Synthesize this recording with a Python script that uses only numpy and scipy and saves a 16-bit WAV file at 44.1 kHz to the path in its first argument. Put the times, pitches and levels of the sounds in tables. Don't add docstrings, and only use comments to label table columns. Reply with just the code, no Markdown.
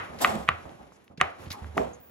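import sys
import numpy as np
from scipy import signal
from scipy.fft import rfft, irfft, next_fast_len
from scipy.io import wavfile
from scipy.ndimage import uniform_filter1d

SR = 44100
rng = np.random.default_rng(int(sys.argv[2]) if len(sys.argv) > 2 else 0)


def master(y):
    cut = np.clip(np.atleast_2d(y).T, -1, 1)
    pcm = np.round(cut * 32767)
    wavfile.write(sys.argv[1], SR, pcm.astype(np.int16))


def magnitude_from_level(level_db):
    exponent = np.asarray(level_db, float) / 20
    return 10 ** exponent


N = 92610

# start_s, room_db, low_mode_db
CHOPS = [
    (-.03, 6, 0),
    (0.2472, 5.5, -21),
    (0.4892, 3.5, 4),
    (1.2133, 6, 11),
    (1.7793, 2.5, 8),
]
# peak_db, brightness_db_per_octave, treble_db
CHOP_LEVELS = ((-2, 0, 0), (-.5, 1, -14), (-1.5, 0, -3), (-1.3, 1.5, 3), (-9.5, -7.5, 9))
# pitch_hz, level_db, t60_s
BOARD_MODES = [(742, -17, 0.046), (1215, 6, 0.015), (1956, 1, 0.014), (2430, -10, 0.014),
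               (2750, -12, 0.009), (3050, -9.5, 0.0066), (3783, -18.5, 0.011), (4300, -23, 0.011),
               (5330, -29.5, 0.0087), (6414, -20, 0.0078), (8020, -18.5, 0.0067), (11000, -27, 0.0013)]
# start_s, length_s, level_db,
# centre_hz, width_octaves
SLICES = [(0.185, 0.025, -50, 2045, 1.4), (0.213, 0.0098, -34, 9460, 1.7), (0.217, .03, -43, 4030, 0.47),
          (0.222, 0.016, -44, 8930, 1.5), (0.449, 0.0039, -74, 13240, 0.2),
          (1.041, 0.0043, -66.5, 11000, 0.79), (1.174, 0.0037, -52.5, 2500, 0.89),
          (1.533, 0.025, -49, 1060, 0.15), (1.551, 0.081, -54, 830, 0.15), (1.394, 0.067, -68, 7760, 1.2),
          (1.502, 0.017, -44, 4300, 0.41), (1.523, 0.0053, -46, 4500, 1.1),
          (1.501, 0.03, -53.5, 9200, 0.91), (1.772, 0.003, -44.5, 6260, 0.79),
          (1.932, 0.015, -58, 6640, 0.11), (0.674, 0.021, -87, 4960, 1.05), (0.919, 0.047, -71, 6580, 0.42),
          (.477, .011, -38, 1900, .45),
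    (1.2, .012, -36, 1800, .45),
]
# start_s, level_db, pitch_hz
TICKS = [(.655, -33, 800), (.694, -39, 3000), (.921, -39, 900), (1.0797, -40, 2500), (1.461, -38, 3200),
         (1.4655, -41, 4200), (1.482, -40, 3200), (1.4855, -43, 4000), (1.645, -30, 1300), (.212, -27, 900),
         (.2255, -24, 1000), (1.5045, -30, 4600), (1.506, -29, 2600), (1.508, -26, 4200),
         (1.513, -31, 2200), (1.518, -30, 5000), (1.525, -33, 4400), (.277, -29, 1900), (.2855, -33, 3600),
         (.326, -28, 1100), (.356, -34, 2900), (1.2235, -30, 3200), (1.242, -27, 1600), (.497, -24, 1200),
         (.518, -27, 1300)]
# start_s, level_db, pitch_hz, t60_s
THUMPS = [(.0, -50, 94.3, 0.32), (0.274, -47.5, 77.3, 0.59), (0.383, -42, 70, 0.31),
          (0.488, -31.5, 143, 0.054), (0.504, -41, 83.5, 0.35), (0.099, -55, 73.6, .5),
          (0.656, -44, 76.4, 0.11), (.8, -55.5, 61, 0.36), (1.099, -56.5, 87.6, 0.23),
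          (1.179, -39.5, 164.4, 0.066), (1.215, -29.5, 121, 0.041), (1.227, -42, 84, 0.21),
          (1.40, -51.5, 84.7, 0.69), (1.467, -38, 88.5, 0.2), (1.504, -37.5, 94, 0.085),
          (1.616, -39, 76.8, 0.77), (1.798, -41.5, 65.8, 0.36)]
# start_s, level_db, hold_s, fade_db_per_s, tilt_db_per_octave
CLATTERS = [
    (0.091, -44.5, 0.063, 169, -4.5),
    (0.203, -27.5, 0.076, 113, 1.5),
    (.29, -34, 0.077, 166, -3),
    (0.647, -44, 0.027, 115, -2.5),
    (0.788, -50, 0.028, 106, -2.5),
    (1.095, -52.5, 0.022, 189, -4.5),
    (1.499, -49, 0.087, 95, 0.5),
    (1.628, -56.5, 0.093, 50, -4),
    (1.766, -28, 0.028, 151, -2),
]
# pitch_hz, width_hz, level_db
BODIES = [(218, 152, 2.5), (302.4, 18, -6), (400, 13, -6), (611.6, 11, 6.5), (786, 132, 3.5), (892, 22, 2),
          (1130, 160, -5.5), (1360, 155, -9), (1850, 160, -22.5), (3600, 540, -23), (8520, 500, -21)]
VESSEL_TOUCHES = (1.767, 1.785, 1.796, 1.806)
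# pitch_hz, level_db, t60_s
VESSEL_MODES = [(281, -5, 0.18), (409.4, 3.5, 0.1), (489.5, -8, 0.48), (646, 2, 0.21), (793, -7, 0.043),
                (894, -3, 0.11)]
# start_s, hold_s, level_db, fade_db_per_s
STEEL_HIT = (.211, .022, -35, 500)
PAN_HIT = (.3, .06, -37, 200)
# pitch_hz, width_hz, level_db
STEEL_MODES = [(1810, 60, -8), (2910, 90, -10), (3680, 60, -3), (4840, 200, -9), (5500, 200, -11),
               (6100, 60, -7), (7660, 90, -1), (9390, 90, -10), (10700, 60, -11), (11700, 60, -8),
               (12800, 150, -10)]
PAN_MODES = [(220, 18, -1.5), (328, 6.4, -10), (589, 14, -5.5), (754, 25, -5.5), (960, 31, -13)]
# (centre_hz, width_hz, level_db)
SCUFFS = [((1, -2, -33, 491), (3600, 500, 0)), ((1.503, .03, -45, 600), (2100, 1200, 0)),
          ((3.7, -5.5, -39, 250), (655, 65, 0)), ((0.2, -0.17, -51.5, 150), (910, 270, 0)),
          ((-3, 0.3, -62, 600), (15500, 450, 0)), ((2, 0.26, -55, 600), (15400, 630, 0)),
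          ((-1.5, 0.2, -72, 603), (15500, 500, 0)), ((-3.3, 0.3, -72, 600), (15500, 460, 0)),
          ((1.7, 1, -76.5, 600), (8900, 430, 0)), ((-3.5, 0.7, -59, 900), (8500, 1900, 0))]
# frequency_hz, level_db
HUSH_COLOUR = [(18, -43.5), (30, -12.5), (107, -2.5), (562, -4), (953, -8.5), (2470, -16.5), (4650, -26),
               (10300, -28.5), (16500, -52)]
# time_s, level_db
HUSH_LEVEL = [(0, -58), (.15, -60), (0.399, -60.5), (.6, -64.5), (.75, -65.5), (.9, -68), (1.0, -71),
              (1.08, -69), (1.164, -80), (1.202, -47), (1.341, -67.5), (1.42, -60), (1.57, -64.5),
              (1.75, -59), (2.1, -64.5)]
# frequency_hz, t60_s
ROOM_DECAY = [(100, 0.11), (700, 0.54), (1500, 0.38), (3000, 0.38), (6000, 0.63), (12000, 0.202)]
# frequency_hz, left_lead_radians
LEAD_NEAR = [(30, 0), (340, .7), (700, 2), (1000, .7), (3000, .7)]
# frequency_hz, left_lead_radians
LEAD_AROUND = [(30, 0), (340, .7), (700, 2.4), (1300, 1.5), (3000, 2)]
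# frequency_hz, left_lead_radians
LEAD_HIGH = [(6100, 1.2), (7600, 2), (8300, np.pi), (9700, np.pi), (10500, 2 * np.pi), (12700, 2 * np.pi),
             (13300, 3 * np.pi), (15000, 3 * np.pi), (15300, 8), (17000, 8)]
# frequency_hz, likeness_0_to_1
LIKENESS = [(60, .7), (300, .6), (1000, .3), (4000, .5), (7000, .8), (8200, .997)]
# frequency_hz, left_minus_right_db
PORT_TILT = [(60, -5), (300, -5), (700, -1), (1500, 1), (4000, -1.5), (8000, 0)]

RISE_S = 0.0007


def chops():
    bounce_s, bounce_db = 0.0027, -12
    room_bright_db, room_damp = -7.5, 0.4
    direct, reverberant = np.zeros(N), np.zeros((2, N))
    for (s, room_db, low_db), (db, bright_db, treble_db) in zip(CHOPS, CHOP_LEVELS):
        start = s - 3 * RISE_S
        ring = magnitude_from_level(db) * board(bright_db, treble_db, low_db, 0.98)
        add(direct, start, ring)
        add(direct, start + bounce_s, magnitude_from_level(bounce_db) * ring)
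        into_room = board(room_bright_db, treble_db, low_db, room_damp)[None]
        tail = signal.fftconvolve(into_room, room(), axes=1)
        add(reverberant, start, magnitude_from_level(db + room_db) * tail)
    return direct, reverberant


def board(bright_db, treble_db, low_db, damp):
    t = np.arange(2000) / SR - 3 * RISE_S
    ring = np.zeros(len(t))
    for hz, db, t60 in BOARD_MODES:
        level = db + low_db * (hz < 1000) + treble_db * (hz > 5000) + bright_db * np.log2(hz / 2000)
        decay = magnitude_from_level(level - 60 * np.maximum(t, 0) / (t60 * damp))
        rise_s = RISE_S * min(hz / 2400, 1) ** 2
        rise = np.exp(-(np.minimum(t, 0) / rise_s) ** 2)
        ring += decay * rise * np.sin(2 * np.pi * hz * t)
    return ring / abs(ring).max()


def slices():
    grit_db, tail_s, tail_db = 2, 0.15, -5
    out, t = np.zeros((2, N)), np.arange(SR // 2) / SR
    for s, length, db, hz, octaves in SLICES:
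        noise = rng.standard_normal((2, len(t)))
        lumps = evened(uniform_filter1d(rng.standard_normal(len(t)), 120))
        grit = noise * magnitude_from_level(grit_db * lumps)
        grit = evened(shaped(grit, lambda f: np.exp(-.5 * (np.log2((f + 1) / hz) / octaves) ** 2)))
        after = np.maximum(t - length, 0)
        onset = np.minimum(t / np.clip(length / 8, .002, .006), 1)
        fade = magnitude_from_level(-3000 * after) + magnitude_from_level(tail_db - 60 * after / tail_s)
        add(out, s, grit * magnitude_from_level(db) * onset * fade)
    return out


def ticks():
    out, t = np.zeros(N), np.arange(600) / SR
    for s, db, hz in TICKS:
        cycles = t * hz
        add(out, s, magnitude_from_level(db + 6 - 16 * cycles) * (1 - np.exp(-6 * cycles)) * np.sin(2 * np.pi * cycles))
    return out


def thumps():
    out, t = np.zeros(N), np.arange(SR // 2) / SR
    for s, db, hz, t60 in THUMPS:
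        envelope = magnitude_from_level(db + 6.5 - 60 * t / t60) * (1 - np.exp(-(t * hz / 0.32) ** 2))
        tone = np.sin(2 * np.pi * hz * t)
        tone += 0.32 * np.sin(2 * np.pi * 1.3 * hz * t)
        tone += 0.38 * np.sin(2 * np.pi * 2.78 * hz * t) * magnitude_from_level(-300 * t)
        add(out, s, envelope * tone)
    return out


def clatters():
    out, t = np.zeros((2, N)), np.arange(SR * 3 // 4) / SR
    for s, db, hold, fade_db, tilt_db in CLATTERS:
        shift = rng.uniform(0.81, 1.03)

        def body(f):
            power = sum(magnitude_from_level(2 * d) / (1 + (2 * (f - hz * shift) / w) ** 2) for hz, w, d in BODIES)
            bass_cut = f ** 2 / (f ** 2 + 150 ** 2)
            return magnitude_from_level(tilt_db * np.log2((f + 50) / 600)) * np.sqrt(power) * bass_cut

        noise = rng.standard_normal((2, len(t)))
        clumps = evened(uniform_filter1d(rng.standard_normal(len(t)), 250))
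        knocks = noise * magnitude_from_level(1.37 * clumps)
        envelope = np.minimum(t / 0.0091, 1) * magnitude_from_level(db - fade_db * np.maximum(t - hold, 0))
        add(out, s, evened(shaped(knocks, body)) * envelope)
    return out


def vessel():
    touch_db = -30.5
    out, t = np.zeros((2, N)), np.arange(SR // 3) / SR
    for s in VESSEL_TOUCHES:
        phases = rng.uniform(0, 2 * np.pi, (len(VESSEL_MODES), 2, 1))
        ring = np.zeros((2, len(t)))
        for (hz, db, t60), phase in zip(VESSEL_MODES, phases):
            ring += magnitude_from_level(touch_db + db - 60 * t / t60) * np.sin(2 * np.pi * hz * t + phase)
        add(out, s, np.minimum(t / 0.00095, 1) * ring)
    return out


def scraped(hit, modes):
    s, hold, db, fade_db = hit
    out, t = np.zeros((2, N)), np.arange(SR // 2) / SR

    def resonance(f):
        return np.sqrt(sum(magnitude_from_level(2 * d) / (1 + (2 * (f - hz) / w) ** 2) ** 2 for hz, w, d in modes))

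    ring = evened(shaped(rng.standard_normal((2, len(t))), resonance))
    add(out, s, ring * np.minimum(t / 0.0021, 1) * magnitude_from_level(db - fade_db * np.maximum(t - hold, 0)))
    return out


def scuffs():
    return sum(scraped(hit, [band]) for hit, band in SCUFFS)


def air():
    hush = evened(shaped(rng.standard_normal((2, N)), lambda f: magnitude_from_level(read(HUSH_COLOUR, f))))
    level_db = 10.5 + np.interp(np.arange(N) / SR, *np.transpose(HUSH_LEVEL))
    wander_db = 3.4 * evened(uniform_filter1d(rng.standard_normal(N), 3000))
    return hush * magnitude_from_level(level_db + wander_db)


def room():
    room_db, early_db, early_s = -13, 7.5, 0.014
    taps = np.zeros((2, SR))
    at = np.arange(200, SR - 20, 20) + rng.integers(0, 20, (2, (SR - 201) // 20))
    np.put_along_axis(taps, at, rng.choice([-1., 1.], at.shape), 1)
    hz, t, bands = signal.stft(taps, SR, nperseg=256)
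    decay_db = early_db * np.exp(-t / early_s) - 60 * t / read(ROOM_DECAY, hz)[:, None]
    tail = signal.istft(bands * magnitude_from_level(decay_db), SR, nperseg=256)[1]
    return tail * magnitude_from_level(room_db) / np.linalg.norm(tail[0])


def ports(pair, lead, like):
    n = next_fast_len(N + 4096)
    hz = np.fft.rfftfreq(n, 1 / SR)
    a, b = rfft(pair, n)
    common = np.clip(read(like, hz), 0, 1)
    gain = magnitude_from_level(read(PORT_TILT, hz) / 2)
    lag = np.exp(-1j * np.interp(hz, *np.transpose([*lead, *LEAD_HIGH])))
    left = a * gain
    right = (common * a + np.sqrt(1 - common ** 2) * b) / gain * lag
    return irfft([left, right], n)[:, :N]


def read(points, hz):
    f, v = np.transpose(points)
    return np.interp(np.log(hz + 1), np.log(f + 1), v)


def evened(x):
    return x / np.sqrt(np.mean(x ** 2, -1, keepdims=True) + 1e-20)


def add(mix, s, sound):
    i = round(s * SR)
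    sound = sound[..., max(-i, 0):]
    part = mix[..., max(i, 0):][..., :sound.shape[-1]]
    part += sound[..., :part.shape[-1]]


def shaped(x, gain):
    n = x.shape[-1]
    return irfft(rfft(x) * gain(np.fft.rfftfreq(n, 1 / SR)), n)


def scene():
    direct, reverberant = chops()
    near = np.array([direct + thumps() + ticks(), np.zeros(N)])
    around = reverberant + slices() + clatters() + vessel() + air()
    around += scraped(STEEL_HIT, STEEL_MODES) + scraped(PAN_HIT, PAN_MODES) + scuffs()
    return ports(near, LEAD_NEAR, [(10, 1.0), (20000, 1)]) + ports(around, LEAD_AROUND, LIKENESS)


def low_pass(x):
    return signal.sosfilt(signal.butter(12, 16980, fs=SR, output="sos"), x)


def record(dry):
    mix = shaped(dry, lambda f: f ** 2 / (f ** 2 + 31.0 ** 2) / (1 + (f / 16000) ** 60))
    return low_pass(mix)


dry = scene()
out = record(dry)
master(out)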